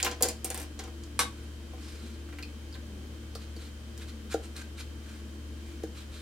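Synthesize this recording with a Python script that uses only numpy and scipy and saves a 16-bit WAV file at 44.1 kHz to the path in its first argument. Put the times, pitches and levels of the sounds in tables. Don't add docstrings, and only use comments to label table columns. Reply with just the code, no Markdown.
import sys
import numpy as np
from scipy import signal
from scipy.fft import rfft, irfft, next_fast_len
from scipy.io import wavfile
from scipy.ndimage import uniform_filter1d

SR = 44100
rng = np.random.default_rng(int(sys.argv[2]) if len(sys.argv) > 2 else 0)


def to_wav(s):
    ch = np.atleast_2d(s).T
    pcm = np.round(np.clip(ch, -1, 1) * 32767)
    wavfile.write(sys.argv[1], SR, pcm.astype(np.int16))


N = 273861
TIME = np.arange(N) / SR
AGE = TIME[:SR // 2]

# pitch in Hz, relative level in dB, t60 in seconds.
BENCH_MODES = [(347, -4, 0.24), (486, 6, 0.19), (558, 0, 0.039), (631, -0.5, 0.18), (755, 0, 0.18),
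               (1023, 0.5, 0.11), (1571, 1.5, 0.055)]


def handle_hits(contacts, modes):
    # frequency in Hz, gain in dB.
    bench_eq = [(120, -31), (300, 6), (450, -6.5), (800, -1.5), (1200, -8.5), (2000, -6), (3500, -8.5),
                (6000, -11.5), (16000, -79)]
    out = np.zeros(N)
    for s, db, hz, bench_db in contacts:
        contact = blow(modes, crack_t60=.014, ring_db=-9, snap_db=17)
        buzz = amp(-5.5) * punch(burst(0.041))
        boards = blow(BENCH_MODES, crack_t60=.15, ring_db=-12, snap_db=0)
        clink = colour(contact + buzz, hump(hz, below_db=-28.0, above_db=-13.5))
        add(out, s, amp(db) * punch(clink) + amp(bench_db) * punch(colour(boards, bench_eq)))
    return out


def rummage():
    # start in seconds, clink level in dB, brightness in Hz, bench level in dB.
    clinks = [(0.0282, -20.5, 6150, -35.5), (0.0475, -25.5, 13000, -30), (0.054, -33, 6500, -42),
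              (0.1136, -36, 6140, -39.5), (0.2243, -15, 9100, -46), (0.2305, -21, 6800, -31),
              (0.2859, -26.5, 7600, -38.5), (0.7914, -38, 5440, -42.5), (0.8374, -46, 6600, -47),
              (1.0363, -46.5, 6100, -66)]
    # pitch in Hz, relative level in dB, t60 in seconds.
    handle_modes = [(3661, -27, 0.12), (4000, -13, 0.16), (4970, 7, 0.086), (5940, 0, 0.1),
                    (5910, 7.5, 0.042), (6710, 9.5, 0.046), (6900, 2, .09), (7130, 13.5, 0.039),
                    (7700, -14, .07), (8180, -15, 0.07), (8100, 12, 0.042), (9300, 4, 0.056),
                    (10900, -2, 0.025), (9840, 10, 0.036), (11100, -9, 0.057), (12650, -13, .05)]
    return handle_hits(clinks, handle_modes)


def dropped_brush():
    # pitch in Hz, relative level in dB, t60 in seconds.
    thin_modes = [(2200, 2, .08), (2680, 7, 0.078), (4720, 12, 0.075), (5550, 6, 0.16), (7260, -7, 0.09),
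                  (7550, -7, 0.078), (8450, 15, 0.063), (9000, 14, 0.073), (9700, 9, 0.044),
                  (10250, 12, 0.047), (10930, -4, 0.11), (12100, 1, 0.045), (13500, -8, .05),
                  (14300, -1, .05)]
    drop_s, first_flight_s, restitution = 0.4452, 0.0574, 0.739
    clink_db, clink_loss_db, brightness_hz = -25.5, 3, 9800
    bench_db, bench_loss_db = -36, 2.1
    landings = drop_s + first_flight_s * (1 - restitution ** np.arange(7)) / (1 - restitution)
    contacts = [(s, clink_db - k * clink_loss_db, brightness_hz, bench_db - k * bench_loss_db)
                for k, s in enumerate(landings)]
    return handle_hits(contacts, thin_modes)


def palette_clack(count):
    # pitch in Hz, relative level in dB, t60 in seconds.
    palette_modes = [(484, -5, 0.19), (1133, 10, 0.062), (1250, -3, 0.052), (1556, 4, 0.061),
                     (2172, 1.5, .1), (2280, 4, 0.053), (3170, -16, .1), (3620, -16, 0.096),
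                     (3770, -6, 0.14), (3870, -7, 0.15), (4520, -16, 0.11), (5860, -2, 0.077),
                     (5950, -6, 0.11), (7460, -5, 0.096), (8200, -15, 0.066), (9080, 9, 0.034),
                     (10800, -2, 0.068)]
    # frequency in Hz, gain in dB.
    crack_eq = [(120, -12), (330, 2.5), (700, -2), (1200, 6.5), (2300, -3), (3000, 1.5), (4000, -1.5),
                (5900, 1), (6600, -8), (7400, 2), (9100, -3.5), (12000, -6.5), (16000, -21)]
    start_s, gap_s, first_db, loss_db = 1.1911, 0.0098, -21.5, 5
    out = np.zeros(N)
    for k in range(count):
        crack = colour(burst(t60=0.07), crack_eq)
        contact = punch(crack) + amp(-3) * ring(palette_modes)
        add(out, start_s + k * gap_s, amp(first_db - k * loss_db) * contact)
    return out


def knocks():
    # start in seconds, level in dB, brightness in Hz.
    bumps = [(0.001, -30, 2660), (0.063, -26.5, 1440), (0.208, -29.5, 700), (0.252, -29, 600),
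             (0.797, -42.5, 1720), (0.877, -48.5, 1320), (1.734, -47, 760), (2.289, -50, 1700),
             (2.3265, -47.5, 1640), (2.386, -41, 2000), (2.752, -48, 1760)]
    out = np.zeros(N)
    for s, db, hz in bumps:
        contact = blow(BENCH_MODES, crack_t60=.055, ring_db=-10, snap_db=5)
        add(out, s, amp(db) * punch(colour(contact, hump(hz, below_db=-18.5, above_db=-10.5))))
    return out


def dabs():
    # start in seconds, level in dB, brightness in Hz.
    pushes = [(3.351, -39.5, 600), (3.563, -46.5, 560), (4.3414, -20.5, 600), (5.834, -28, 340)]
    # pitch in Hz, relative level in dB, t60 in seconds.
    held_modes = [(191, -12, 0.1), (315, -2.5, 0.091), (446, 4.5, 0.048), (520, 1.5, 0.027),
                  (675, -1.5, 0.037), (787, -3.5, 0.051)]
    attack_s, cushion_hz = 0.0015, 905
    flex = ring(held_modes) * (1 - np.exp(-AGE / attack_s))
    flex = signal.sosfilt(signal.butter(4, cushion_hz, fs=SR, output="sos"), flex)
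    out = np.zeros(N)
    for s, db, hz in pushes:
        add(out, s, amp(db) * punch(colour(flex, hump(hz, below_db=-14.5, above_db=-8.5))))
    return out


def ferrule_ticks():
    # start in seconds, snap level in dB, ring pitch in Hz, ring level in dB.
    taps = [(2.4256, -47, 4360, -42.5), (2.429, -61, 2460, -42), (2.7257, -57, 4700, -49.5),
            (2.741, -57, 3760, -48), (3.3517, -42, 4540, -47), (3.355, -53, 1210, -48),
            (3.5632, -52.5, 4440, -51.5), (3.9766, -45, 4020, -60), (4.34, -39, 1380, -42.5),
            (4.564, -43, 4000, -44), (5.8342, -46.5, 1650, -54)]
    out = np.zeros(N)
    for s, snap_db, hz, ring_db in taps:
        snap = colour(burst(0.043), hump(6100, below_db=-6.5, above_db=-8.5))
        resonance = signal.iirpeak(hz, Q=6, fs=SR)
        spot = signal.lfilter(*resonance, signal.lfilter(*resonance, burst(0.048)))
        add(out, s, amp(snap_db) * punch(snap) + amp(ring_db) * punch(spot))
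    return out


def bristles():
    # start in seconds, length in seconds, level in dB, rasp pitch in Hz.
    strokes = [(3.395, 0.042, -52.5, 4020), (3.577, 0.1, -54, 4100), (3.991, 0.037, -48.5, 3600),
               (4.067, 0.033, -50, 4130), (4.296, 0.038, -41.5, 1540), (4.425, 0.02, -45, 8350),
               (4.546, 0.072, -47, 1630), (4.771, 0.041, -43, 3730), (5.942, 0.08, -51, 3840),
               (6.107, 0.11, -51.5, 3900)]
    attack_s, ease_db_per_s, release_s = 0.016, 29, 0.011
    out = np.zeros(N)
    for (s, length, db, _), rasp in zip(strokes, rub([hz for *_, hz in strokes])):
        age = np.maximum(TIME - s, 0)
        press = (1 - np.exp(-age / attack_s)) * amp(db - ease_db_per_s * age)
        lift = np.exp(-np.maximum(age - length, 0) / release_s)
        out += press * lift * rasp
    return out


def sleeve():
    # peak time in seconds, level in dB, rasp pitch in Hz.
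    reaches = [(1.41, -61, 1570), (1.88, -54.5, 5130), (2.07, -57, 4000), (5.12, -57.5, 1570),
               (5.68, -60.5, 2130)]
    rasps = rub([hz for *_, hz in reaches])
    return sum(amp(db) * swell(s, spread_s=0.069) * rasp for (s, db, _), rasp in zip(reaches, rasps))


def rub(pitches):
    # frequency in Hz, gain in dB.
    fibre_eq = [(300, -27), (1000, -1.5), (1550, 4.5), (1900, -1.5), (2400, 3.5), (3000, -1), (3900, 1.5),
                (6000, -3.5), (8300, -2.5), (10000, -7.5), (12000, -9), (16000, -27)]
    grain = rng.standard_normal(N) * amp(1.95 * rng.exponential(size=N) + 2.1 * wander(60))
    slips = colour(grain, fibre_eq)
    return [unit(slips + 0.85 * signal.lfilter(*signal.iirpeak(hz, Q=6, fs=SR), slips))
            for hz in pitches]


def smock():
    # peak time in seconds, level in dB, spread in seconds.
    flaps = [(2.05, -49.5, 0.028), (3.02, -50.5, 0.098), (4.27, -51, 0.036)]
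    motion = sum(amp(db) * swell(s, spread) for s, db, spread in flaps)
    return motion * unit(colour(rng.standard_normal(N), hump(273, below_db=-25.0, above_db=-20.5)))


def studio(x, wet_db, bass_db, build_s):
    noise = diffuse(len(AGE), alike_hz=1570)
    low = signal.sosfilt(signal.butter(1, 3500, fs=SR, output="sos"), noise)
    tail = low * fade(.25) + (noise - low) * fade(.12)
    tail = amp(wet_db) * unit(tail * (1 - np.exp(-AGE / build_s))) / np.sqrt(len(AGE))
    send = colour(x, [(500, bass_db), (3000, 0)])
    direct = np.array([np.append(0, x[:-1]), x])
    return direct + signal.fftconvolve(send[None], tail, axes=1)[:, :N]


def fan():
    # pitch in Hz, level in dB, width in Hz.
    tones = [(50, -66.5, 2), (112.2, -59, 2), (224.4, -57, 5), (294.3, -59, 5), (338.2, -58, 3),
             (1558, -76, 170)]
    # frequency in Hz, gain in dB.
    duct_eq = [(20, -60), (28, -38), (37, 2.5), (50, 4.5), (62, 6), (112, -16.5), (138, -5.5), (185, -2),
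               (240, 7), (262, -3), (320, 4), (385, -8.5), (450, -2), (700, -19)]
    air_eq = [(350, -34), (600, 0.5), (679, -6), (1130, -4.5), (1570, -5), (1780, -6.5), (2570, -7),
              (3160, -7.5), (3390, -8), (8160, -14), (16000, -24.5)]
    drone_hz, waver_hz, drone_db, waver_db = 73.7, 0.34, -43, 0.66
    rumble_db, air_db = -50.5, -55
    cycles = np.cumsum(drone_hz + waver_hz * wander(3.6)) / SR
    drone = np.sqrt(2) * amp(drone_db + waver_db * wander(4)) * np.sin(2 * np.pi * cycles)
    for hz, db, width in tones:
        phase = 2 * np.pi * hz * TIME
        drone += amp(db) * (wander(width / 2) * np.sin(phase) + wander(width / 2) * np.cos(phase))
    rumble = np.array([colour(x, duct_eq + [(2000, -48.5)]) for x in diffuse(N, alike_hz=960)])
    air = np.array([colour(x, air_eq) for x in diffuse(N, alike_hz=686)])
    return drone + amp(rumble_db) * unit(rumble) + amp(air_db) * unit(air)


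def lamp():
    # multiple of the mains frequency, level in dB.
    overtones = [(2, -62.5), (27, -75), (44, -94.5), (49, -77), (51, -73), (52, -67), (54, -80), (55, -81)]
    mains_hz = 60
    return np.sqrt(2) * sum(amp(db) * np.sin(2 * np.pi * (k * mains_hz * TIME + rng.random()))
                            for k, db in overtones)


def blow(modes, crack_t60, ring_db, snap_db):
    x = punch(burst(crack_t60)) + amp(ring_db) * ring(modes)
    x[0] += amp(snap_db)
    return x


def ring(modes):
    return punch(sum(amp(db + rng.standard_normal()) * (-1) ** k * fade(t60)
                     * np.sin(2 * np.pi * hz * AGE) for k, (hz, db, t60) in enumerate(modes)))


def burst(t60):
    return rng.standard_normal(len(AGE)) * fade(t60)


def fade(t60):
    return np.exp(-np.log(1000) * AGE / t60)


def swell(peak_s, spread_s):
    return np.exp(-.5 * ((TIME - peak_s) / spread_s) ** 2)


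def wander(hz):
    points = rng.standard_normal(int(2 * hz * N / SR) + 2)
    return unit(signal.resample(points, next_fast_len(N))[:N])


def diffuse(size, alike_hz):
    mid, side = rng.standard_normal((2, size))
    side = signal.sosfilt(signal.butter(1, alike_hz, "high", fs=SR, output="sos"), side)
    return np.array([mid + side, mid - side])


def colour(x, points):
    size = 2 * next_fast_len(len(x), True)
    hz, db = np.transpose(points)
    curve = np.interp(np.log(np.fft.rfftfreq(size, 1 / SR) + 1), np.log(hz), db)
    cepstrum = irfft(np.log(amp(curve)))[:size // 2]
    cepstrum[1:] *= 2
    return irfft(rfft(x, size) * np.exp(rfft(cepstrum, size)))[:len(x)]


def hump(hz, below_db, above_db):
    return [(hz / 20, 2 * below_db), (hz / 4, below_db), (hz / np.sqrt(2), 0),
            (hz * 2 ** (1 / 4), 0), (hz * 2, above_db), (hz * 10, 2 * above_db)]


def amp(db):
    return 10 ** (np.asarray(db) / 20)


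def unit(x):
    return x / np.sqrt(np.mean(x ** 2))


def punch(x):
    return x / np.sqrt(uniform_filter1d(x ** 2, size=176).max())


def add(track, s, x):
    start = max(int(s * SR), 0)
    track[start:start + len(x)] += x[:N - start]


def scene():
    bench = rummage() + dropped_brush() + knocks()
    mixing = palette_clack(count=5) + ferrule_ticks() + bristles()
    work = studio(bench + mixing + sleeve() + smock(), wet_db=-2.5, bass_db=-1.0, build_s=0.00047)
    thumps = studio(dabs(), wet_db=-7, bass_db=-1.5, build_s=0.002)
    return work + thumps + fan() + lamp()


def record(dry):
    bass_hz, top_hz = 900, 15850
    bass = signal.sosfilt(signal.butter(1, bass_hz, fs=SR, output="sos"), dry)
    heard = dry + 0.11 * np.array([[1], [-1]]) * bass
    return signal.sosfilt(signal.ellip(10, .2, 80, top_hz, fs=SR, output="sos"), heard)


dry = scene()
out = record(dry)
to_wav(out)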